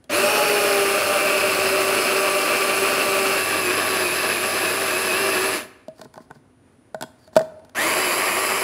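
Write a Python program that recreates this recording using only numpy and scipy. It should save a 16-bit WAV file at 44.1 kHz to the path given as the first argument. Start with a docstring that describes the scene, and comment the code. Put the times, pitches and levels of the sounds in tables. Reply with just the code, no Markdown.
"""Kitchen worktop: a hand blender drives a chopper bowl, stops, and later starts again.
Motor: whine and multiples, smeared gear-mesh tones, gear and brush noise through housing resonances.
While it rests, the pusher is drawn from the feed tube, rattles and drops home: knocks ring
decaying modes, sliding is gritty noise. Below: noise-like room air and a thin high steady whine."""
import sys
import numpy as np
from scipy import signal
from scipy.fft import rfft, irfft
from scipy.io import wavfile

SR = 44100
rng = np.random.default_rng(int(sys.argv[2]) if len(sys.argv) > 2 else 0)


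def boost(x):
    """Linear amplitude factor 10**(x/20) for a level x in decibels (scalar or array-like)."""
    u = np.asarray(x, float) / 20
    return 10 ** u


def generate_wav(sig):
    """Save sig (samples, or channels by samples) to the path in sys.argv[1] as 16-bit PCM at SR."""
    pcm = np.round(np.clip(np.atleast_2d(sig).T, -1, 1) * 32767).astype(np.int16)
    wavfile.write(sys.argv[1], SR, pcm)


N = 380583


def rms_one(x):
    """Scale to rms 1."""
    return x / np.sqrt(np.mean(x ** 2) + 1e-20)


def in_time(rows):
    """Interpolate the columns of a timed table, sample by sample."""
    s, *columns = np.transpose(rows)
    return [np.interp(np.arange(N) / SR, s, c) for c in columns]


def butter(x, order, hz, kind="low"):
    """Butterworth filter."""
    return signal.sosfilt(signal.butter(order, hz, kind, fs=SR, output="sos"), x)


def drift(rate_hz):
    """Random wander, rms 1: white noise through two one-poles at rate_hz."""
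    hop = 40   # samples per computed point
    r = np.exp(-2 * np.pi * rate_hz * hop / SR)
    white = rng.standard_normal(N // hop + 2002)
    slow = signal.lfilter([1], [1, -2 * r, r * r], white)[2000:]   # filter run-in dropped
    return np.interp(np.arange(N) / hop, np.arange(len(slow)), rms_one(slow))


def wavering_band(phase, rate_hz):
    """Narrow noise band: two quadrature carriers with independent random drift."""
    return drift(rate_hz) * np.cos(phase) + drift(rate_hz) * np.sin(phase)


def coloured(x, spectrum, peaks=()):
    """Broad spectrum times resonant peaks."""
    hz = np.fft.rfftfreq(N, 1 / SR) + 1
    points = np.array(spectrum)
    db = np.interp(np.log(hz), np.log(points[:, 0]), points[:, 1])
    for centre_hz, width_hz, peak_db in peaks:
        db = db + peak_db / (1 + (2 * (hz - centre_hz) / width_hz) ** 2)
    return irfft(rfft(x) * boost(db), N)


def ring(clicks, hz, t60_s):
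    """Damped two-pole resonator: a unit click starts a sine of height 1."""
    r, w = boost(-60 / (t60_s * SR)), 2 * np.pi * hz / SR
    return signal.lfilter([0, np.sin(w)], [1, -2 * r * np.cos(w), r * r], clicks + 1e-18)


# switch presses: on t/s, off t/s, spin-up time constant/s
RUNS = [(0.093, 5.532, .062), (7.747, 9.0, .11)]
START_SHARE, COAST_S = 0.5, 0.14   # share of full speed at switch-on; run-down
ATTACK_S, FULL_S, FULL_DB, COAST_DB = 0.0023, 0.025, 13.5, 30.5   # quick rise, slower rest; run-down loss


def switch():
    """Share of full speed while spinning up, run-down seconds, level/dB (silent at rest)."""
    t = np.arange(N) / SR
    run = np.maximum(np.digitize(t, [on for on, *_ in RUNS]) - 1, 0)
    on_s, off_s, spin_s = np.transpose(RUNS)[:, run]
    since, coast_s = np.maximum(t - on_s, 1e-9), np.maximum(t - off_s, 0)
    spin = 1 - (1 - START_SHARE) * np.exp(-since / spin_s)
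    attack = 1 - np.exp(-(since / ATTACK_S) ** 2)
    rise_db = 20 * np.log10(attack + 1e-9) - FULL_DB * np.exp(-since / FULL_S)
    level_db = np.where(coast_s < COAST_S, rise_db - COAST_DB * (coast_s / COAST_S) ** 2, -200)
    return spin, coast_s, level_db


# blade catches food, slows, frees itself: t/s of lowest speed, whine drop/Hz
SNAGS = [(3.44, 8.37), (3.689, 28), (4.1, 31.7), (4.39, 34), (4.7, 28), (4.96, 26.3), (5.129, 32.5),
         (5.388, 24), (8.126, 38), (8.351, 37.7), (8.509, 13.4)]
SNAG_FALL_S, SNAG_RISE_S = 0.07, 0.03
COAST_HZ_PER_S = 1600
CRUISE_HZ, SPEED_RANGE_PERCENT = 388, 16.3


def rotor(cruise_hz, spin, coast_s):
    """Whine phase (two beats a turn), speed offset/% and snag/Hz: load and snags slow the blade."""
    t = np.arange(N) / SR
    snag_hz = np.zeros(N)
    for s, drop_hz in SNAGS:
        length_s = np.where(t < s, SNAG_FALL_S, SNAG_RISE_S)
        snag_hz += drop_hz * np.exp(-((t - s) / length_s) ** 2)
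    whine_hz = np.maximum((cruise_hz - snag_hz) * spin - COAST_HZ_PER_S * coast_s, 50)
    offset_percent = 100 * (whine_hz / CRUISE_HZ - 1)
    offset_percent = np.clip(offset_percent, -SPEED_RANGE_PERCENT, SPEED_RANGE_PERCENT)
    phase = 2 * np.pi * np.cumsum(whine_hz * (1 + 0.001994 * drift(18.85))) / SR
    return phase, offset_percent, snag_hz


WHINE_WAVER_DB, UNBALANCE_POWER = 2.0, 2.1


def whine(phase, whine_db, spin):
    """Rotor tone; amplitude grows with a power of speed during spin-up."""
    level = boost(whine_db + WHINE_WAVER_DB * drift(10.6)) * spin ** UNBALANCE_POWER
    return np.sqrt(2) * level * np.sin(phase)


# multiple of whine, level/dB re common strength, dB per % speed, dB per Hz snag, waver/dB
ORDER_TONES = [(2, -16, 1.4, 0, 2.5), (3, -9.5, 0.03, -.28, 1.2), (6, -14.5, 0.5, -0.14, 1.5),
               (6.5, -24, -1, 0, 3), (7, -12.5, 0, .24, 1.5), (8, -27, -.9, -.15, 2),
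               (13, -28, 0, 0.0276, 2.5)]
# coupling takes up the load, 7th multiple flares: t/s, length/s, level/dB
TAKE_UPS = [(0.175, .03, 8), (7.787, .013, 13)]


def multiples(phase, multiples_db, offset_percent, snag_hz):
    """Multiples of the whine; each level follows speed and snags and wavers."""
    t = np.arange(N) / SR
    flare_db = sum(db * np.exp(-((t - s) / length_s) ** 2) for s, length_s, db in TAKE_UPS)
    out = np.zeros(N)
    for k, db, slope_db, snag_db, waver_db in ORDER_TONES:
        level_db = multiples_db + db + flare_db * (k == 7)
        level_db = level_db + slope_db * offset_percent + snag_db * snag_hz + waver_db * drift(7.5)
        out += np.sqrt(2) * boost(level_db) * np.sin(k * phase + k * k)
    return out


# multiple of whine, smear rate/Hz, level/dB re gear noise
MESH = [(10.75, 170, -17.5), (13.06, 430, -13), (20.67, 290, -17.5), (27.2, 220, -14), (34, 200, -24)]


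def gear_mesh(phase, hum):
    """Uneven teeth smear each mesh tone into a band that follows the speed."""
    mesh = np.zeros(N)
    for k, smear_hz, db in MESH:
        mesh += np.sqrt(2) * boost(db + 2.0 * drift(7.3)) * drift(smear_hz) * np.sin(k * phase)
    return mesh * (1 + 0.068 * hum)


def gear_noise(phase, hum, throb=0.11):
    """White noise throbbing once and twice a turn, lightly at twice the mains."""
    throbbing = 1 + throb * (np.cos(phase / 2) + np.cos(phase)) + 0.13 * hum
    return rng.standard_normal(N) * throbbing * boost(1.07 * drift(25))


# brush hiss/dB re gear noise, one value per stage
HISS_DB = [11.5, 7, 5]
HISS_LAG_S, HISS_LAG_DB = 0.015, 9.5   # hiss comes up just after the gears


def brush_hiss(phase, hum, stage, throb=0.19):
    """White noise throbbing at twice the mains and once a turn."""
    t = np.arange(N) / SR
    hiss_db = np.array(HISS_DB)[stage]
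    for on_s, *_ in RUNS:
        hiss_db = hiss_db - HISS_LAG_DB * (t < on_s + 0.1) * np.exp(-np.maximum(t - on_s, 0) / HISS_LAG_S)
    throbbing = 1 + throb * hum + 0.1 * np.cos(phase / 2)
    return boost(hiss_db) * rng.standard_normal(N) * throbbing * boost(0.28 * drift(40))


# broad motor noise colour: f/Hz, relative level/dB per Hz
MOTOR_NOISE = [(24, -48.5), (40, -32.5), (247, -7), (378, -1), (929, -9.5), (1160, -7), (2010, -11.5),
               (2590, -8.5), (3240, -15), (5070, -19.5), (6840, -22.5), (11000, -18), (15600, -29)]
# housing, bowl and tube resonances, per stage: f/Hz, width/Hz, level/dB re broad colour
FIRST_COLOUR = [(648, 56, 2), (1394, 680, 6.5), (2600, 770, 8), (4380, 430, 7), (5100, 630, 3.5),
                (6350, 230, 5.5), (7370, 130, 7.5), (8980, 400, 4.5), (9670, 160, 5), (10860, 920, 4),
                (11900, 290, -3), (13960, 500, 8.5), (15400, 190, 13.5)]
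SECOND_COLOUR = [(614, 68, 0.7), (1110, 280, 4), (1700, 340, 8.8), (2550, 540, 5.2), (4200, 1600, 4.1),
                 (5080, 640, 5.2), (6230, 150, 8.4), (7250, 370, 9.1), (8300, 170, 3.7), (9350, 160, 2),
                 (10670, 2200, 11.7), (12100, 200, 1.2), (14100, 460, 2.9), (14610, 940, 12)]
RESTART_COLOUR = [(630, 49.9, 2.812), (1070, 540, 9.1), (1850, 190, 2.8), (2143, 920, 10.6),
                  (3020, 200, 7.8), (4770, 600, 8.4), (6180, 110, 1.8), (7360, 410, 8.7),
                  (10800, 2000, 6.5), (13700, 360, 4.4), (15500, 390, 8.6)]
HOUSING_SHARE = 0.42   # share of resonance dB applied to the multiples


def housing(gear, noise, tones, stage):
    """Plastic resonances colour noise and tones; the colour changes abruptly between stages."""
    out = np.zeros(N)
    for k, peaks in enumerate([FIRST_COLOUR, SECOND_COLOUR, RESTART_COLOUR]):
        # level reference: coloured gear noise within this band
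        scale = np.std(butter(coloured(gear, MOTOR_NOISE, peaks), 4, [1300, 3500], "band"))
        out += coloured(noise * (stage == k), MOTOR_NOISE, peaks) / scale
        shallow = [(hz, width_hz, db * HOUSING_SHARE) for hz, width_hz, db in peaks]
        out += coloured(tones * (stage == k), [(1, 0), (SR, 0)], shallow)
    return out


# t/s, level/dB
BUZZ = [(0.19, -45), (0.45, -74), (0.8, -53), (0.9, -62), (1.06, -45), (1.27, -64), (1.43, -48.5),
        (1.9, -49), (2.27, -62), (2.55, -53.5), (3.33, -53.5), (3.42, -46.5), (5.52, -51), (7.9, -50),
        (8.25, -59), (8.63, -53)]


def winding_buzz(hum):
    """Windings hum at twice the mains, swelling and fading."""
    return np.sqrt(2) * boost(in_time(BUZZ)[0]) * hum


# per stage: f/Hz, flutter rate/Hz, level/dB, fade/dB per s
TUBE_AIR = [(595.7, 17, -23.5, 1.95), (630, 21, -35, -0.7), (618, 29, -29.5, 11)]


def tube_hum(stage):
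    """Motor shakes the feed-tube air, which hums in a narrow, fluttering band."""
    out, t = np.zeros(N), np.arange(N) / SR
    for k, (hz, flutter_hz, db, fade_db) in enumerate(TUBE_AIR):
        now = stage == k
        start_s = max(t[now][0], RUNS[k // 2][0])
        out += now * boost(db - fade_db * (t - start_s)) * wavering_band(2 * np.pi * hz * t, flutter_hz)
    return out


# blade load: t/s, whine f/Hz, gear noise/dB, whine/dB, multiples/dB
DRIVE = [(0.1, 424, -22, -19, -25.5), (0.33, 426.2, -23.5, -34, -26.5), (0.55, 411.4, -24, -22, -27.5),
         (0.89, 394.6, -24, -24, -25.5), (1.0, 399.3, -25, -36, -30), (1.2, 391, -25, -33, -22.5),
         (1.55, 384.3, -25, -26, -27), (2.0, 385.5, -24.5, -25.5, -26), (2.53, 388.8, -25, -31.5, -25),
         (3.3, 388, -24.5, -27.5, -26), (3.5, 389, -26.5, -33, -26), (3.95, 379.2, -26, -30.5, -27),
         (4.3, 380.9, -26.5, -33.5, -27), (4.8, 390.8, -26, -34.5, -29.5), (5.3, 392.7, -26, -28.5, -23.5),
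         (5.5, 383.6, -27, -30, -30), (7.79, 397, -25, -33, -24.5), (7.95, 398.8, -25, -31.5, -33),
         (8.2, 388, -25.5, -38.5, -29.5), (8.63, 390.2, -26.5, -32, -29)]
COLOUR_CHANGE_S, RESTART_S = 3.37, 7.0   # stage boundaries; the second lies in the pause
HUM_HZ = 100   # twice the mains


def motor():
    """Rotor tones, gear mesh, gear and brush noise, buzz and tube hum under one switch."""
    t = np.arange(N) / SR
    cruise_hz, noise_db, whine_db, multiples_db = in_time(DRIVE)
    spin, coast_s, switch_db = switch()
    phase, offset_percent, snag_hz = rotor(cruise_hz, spin, coast_s)
    stage = np.digitize(t, [COLOUR_CHANGE_S, RESTART_S])
    hum = np.cos(2 * np.pi * HUM_HZ * t)
    tones = multiples(phase, multiples_db, offset_percent, snag_hz)
    gear, brush = gear_noise(phase, hum), brush_hiss(phase, hum, stage)
    noise = boost(noise_db) * (butter(gear, 4, 5600) + butter(brush, 4, 5600, "high"))
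    body = housing(gear, noise, tones, stage)
    mesh = boost(noise_db) * gear_mesh(phase, hum)
    running = body + whine(phase, whine_db, spin) + mesh + winding_buzz(hum) + tube_hum(stage)
    return boost(switch_db) * running


# pusher on tube and lid: t/s, air column level/dB, thump level/dB, wall level/dB, crack level/dB
KNOCKS = [(0.041, -58, -53, -61, -41), (5.882, -28, -35, -47, -39), (6.014, -36, -48, -36, -30.5),
          (6.046, -53, -47, -57, -39), (6.14, -51, -58, -42.5, -38.5), (6.157, -58, -48, -44, -44),
          (6.177, -38, -56, -36.5, -42), (6.309, -51, -37, -37, -41), (6.945, -24.5, -31, -31, -32),
          (7.01, -35, -27, -30, -23.5), (7.024, -31.5, -35, -26, -18), (7.036, -46, -29, -34, -34),
          (7.276, -44, -51, -52, -43), (7.33, -48, -48, -49, -59), (7.356, -46, -35, -32, -27),
          (7.365, -3.5, -32, -13, -10), (7.372, -45, -20, -27, -20), (7.392, -40, -41, -26, -24),
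          (7.407, -18.5, -27, -29, -41), (7.416, -42, -31, -39, -32), (7.594, -63, -56, -54, -53),
          (7.649, -57, -53, -56, -45), (7.694, -54, -62, -55, -43)]
# modes rung by each knock: f/Hz, level/dB re knock, t60/s
AIR_COLUMN = [(634, 3.5, 0.11), (635, -32.5, 1.1)]
THUMP = [(145, -7, .09), (233, 0.5, 0.041), (423, 3, 0.02)]
WALL = [(775, 2, 0.017), (886, 4.5, 0.022), (1033, -10, 0.08), (1230, -9.5, 0.018), (1600, -22.5, 0.0071),
        (1494, 2.5, 0.022), (1810, -4.5, 0.021), (2220, -13, 0.013)]
CRACK = [(3520, -9, 0.006), (4600, -1, 0.0026), (6650, -24, 0.0037), (7940, -12, .004)]
SNAP_DB, SNAP_T60_S = -4.5, 0.019   # level re crack column
CONTACT_SPREAD_S = 0.0028   # longest delay within one contact


def knocks(rows):
    """Each contact rings every mode with its own random strength, plus a broad noise snap."""
    out = np.zeros(N)
    at = np.round(rows[:, 0] * SR).astype(int)
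    # modes, contact low-pass/Hz, strength spread/dB
    parts = [(AIR_COLUMN, 900, 0.5), (THUMP, 600, 3), (WALL, 2500, 3), (CRACK, 12000, 2.5)]
    for column, (modes, contact_hz, spread_db) in enumerate(parts):
        solid = min(column, 1)   # air column: no delay, no alternating sign
        chance = rng.standard_normal((len(at), len(modes)))
        # the contact spreads over the rim
        late = (rng.random(chance.shape) * CONTACT_SPREAD_S * SR * solid).astype(int)
        part = np.zeros(N)
        for k, (hz, db, t60_s) in enumerate(modes):
            clicks = np.zeros(N)
            strength_db = rows[:, column + 1] + db + spread_db * chance[:, k]
            clicks[at + late[:, k]] = (-1) ** (k * solid) * boost(strength_db)
            part += ring(clicks, hz, t60_s)
        out += butter(part, 2, contact_hz)   # longer contact rounds the low modes' attack
    clicks = np.zeros(N)
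    clicks[at] = boost(rows[:, 4] + SNAP_DB)
    decay = signal.lfilter([1], [1, -boost(-60 / (SNAP_T60_S * SR))], clicks + 1e-18)
    return out + butter(rng.standard_normal(N) * decay, 2, [2200, 11000], "band")


# f/Hz, width/Hz, level/dB
SLIDE_COLOUR = [(998, 670, -8), (1600, 500, 3), (4840, 500, 0), (7000, 5000, 4)]


def sliding_grit():
    """Dense fine grit: wavering noise through resonances, rms 1."""
    grit = rng.standard_normal(N) * boost(4.0 * drift(60))
    bands = [boost(db) * rms_one(ring(grit, hz, 1.6 / width_hz)) for hz, width_hz, db in SLIDE_COLOUR]
    return rms_one(sum(bands))


# pusher in tube: start t/s, end t/s, peak level/dB, peak light rattles per s
SLIDING = [(5.93, 6.083, -56, 40), (6.12, 6.268, -60, 15), (6.29, 6.42, -66, 20), (7.15, 7.303, -61, 1),
           (7.325, 7.38, -48, 1)]
# light rattle: air column/dB, thump/dB, wall/dB, crack/dB
RATTLE_DB = (-63, -39.5, -52, -58)


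def pusher():
    """Knocks, and half-sine strokes of sliding grit with light random rattles."""
    t = np.arange(N) / SR
    strokes = [np.sin(np.pi * np.clip((t - a) / (b - a), 0, 1)) for a, b, *_ in SLIDING]
    rattles_per_s = sum(shape * row[3] for shape, row in zip(strokes, SLIDING))
    loose = t[rng.random(N) < rattles_per_s / SR]
    rattles = [(s, *(np.array(RATTLE_DB) + 3.3 * rng.standard_normal(4))) for s in loose]
    contacts = knocks(np.array(KNOCKS + rattles))
    rub = sliding_grit() * sum(shape * boost(row[2]) for shape, row in zip(strokes, SLIDING))
    return butter(contacts + rub, 4, 120, "high")   # removes the resonators' DC and rumble below 120 Hz


# t/s, f/Hz, level/dB
SQUEAK = [(7.15, 5100, -88), (7.2, 4850, -69), (7.26, 4500, -64), (7.3, 4300, -83)]
SQUEAK_RATE_HZ = 150   # roughness


def squeak():
    """The rubbing pusher whistles: a rough, falling narrow band."""
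    hz, db = in_time(SQUEAK)
    phase = 2 * np.pi * np.cumsum(hz) / SR
    return boost(db) * (db > -84) * wavering_band(phase, SQUEAK_RATE_HZ)


# t/s, level/dB
PINGS = [(0.041, -60), (7.026, -40)]
PING_HZ, PING_T60_S = 3290, 0.092


def pings():
    """A small hard part rings thinly: one damped mode."""
    clicks = np.zeros(N)
    for s, db in PINGS:
        clicks[int(s * SR)] = boost(db)
    return ring(clicks, PING_HZ, PING_T60_S)


LOW_T60_S, TREBLE_T60_S = 0.79, 0.35


def kitchen(x):
    """Dense reflections after a 6 ms gap; treble dies sooner."""
    t = np.arange(SR // 2) / SR
    low = butter(rng.standard_normal(len(t)), 1, 2500)
    high = butter(rng.standard_normal(len(t)), 1, 2500, "high")
    echoes = low * boost(-60 * t / LOW_T60_S) + 1.77 * high * boost(-60 * t / TREBLE_T60_S)
    echoes = echoes * (t > 0.006)
    return signal.fftconvolve(x, echoes / np.sqrt(np.sum(echoes ** 2)))[:N]


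# air colour: f/Hz, relative level/dB per Hz
ROOM = [(15, -57.5), (25, -33), (94, -5.5), (194, -17), (260, -4), (290, -10), (898, -23.5), (1620, -27),
        (4060, -39), (8860, -44), (9610, -39.5), (10400, -41), (15600, -63.5)]
ROOM_DB = -56   # rms
# thin high whine: f/Hz, level/dB
STEADY_TONES = [(9448, -75), (9598, -82.5), (9749, -87.5)]


def room_floor():
    """Coloured air noise and a cluster of fixed-pitch, slightly wavering tones."""
    t = np.arange(N) / SR
    out = boost(ROOM_DB + 1.0 * drift(4)) * rms_one(coloured(rng.standard_normal(N), ROOM))
    for hz, db in STEADY_TONES:
        out += np.sqrt(2) * boost(db + 2.5 * drift(3)) * np.sin(2 * np.pi * hz * t)
    return out


MOTOR_ECHO_DB, KNOCK_ECHO_DB = -12.5, -16


def scene():
    """Motor and pusher on the worktop, their reflections, the room floor."""
    running, handling = motor(), pusher() + squeak() + pings()
    echoes = kitchen(boost(MOTOR_ECHO_DB) * running + boost(KNOCK_ECHO_DB) * handling)
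    return (running + handling + echoes + room_floor())[None]


def top_cut(x):
    """Nothing passes above the cut-off."""
    return signal.sosfilt(signal.butter(12, 16630, fs=SR, output="sos"), x)


CUTOFF_HZ = 15720


def record(dry):
    """Limits peaks to full scale, then cuts the top with a steep elliptic low-pass."""
    low_pass = signal.ellip(14, 0.5, 75, CUTOFF_HZ, fs=SR, output="sos")
    mix = signal.sosfilt(low_pass, np.clip(dry, -1, 1))
    return top_cut(mix)


dry = scene()
out = record(dry)
generate_wav(out)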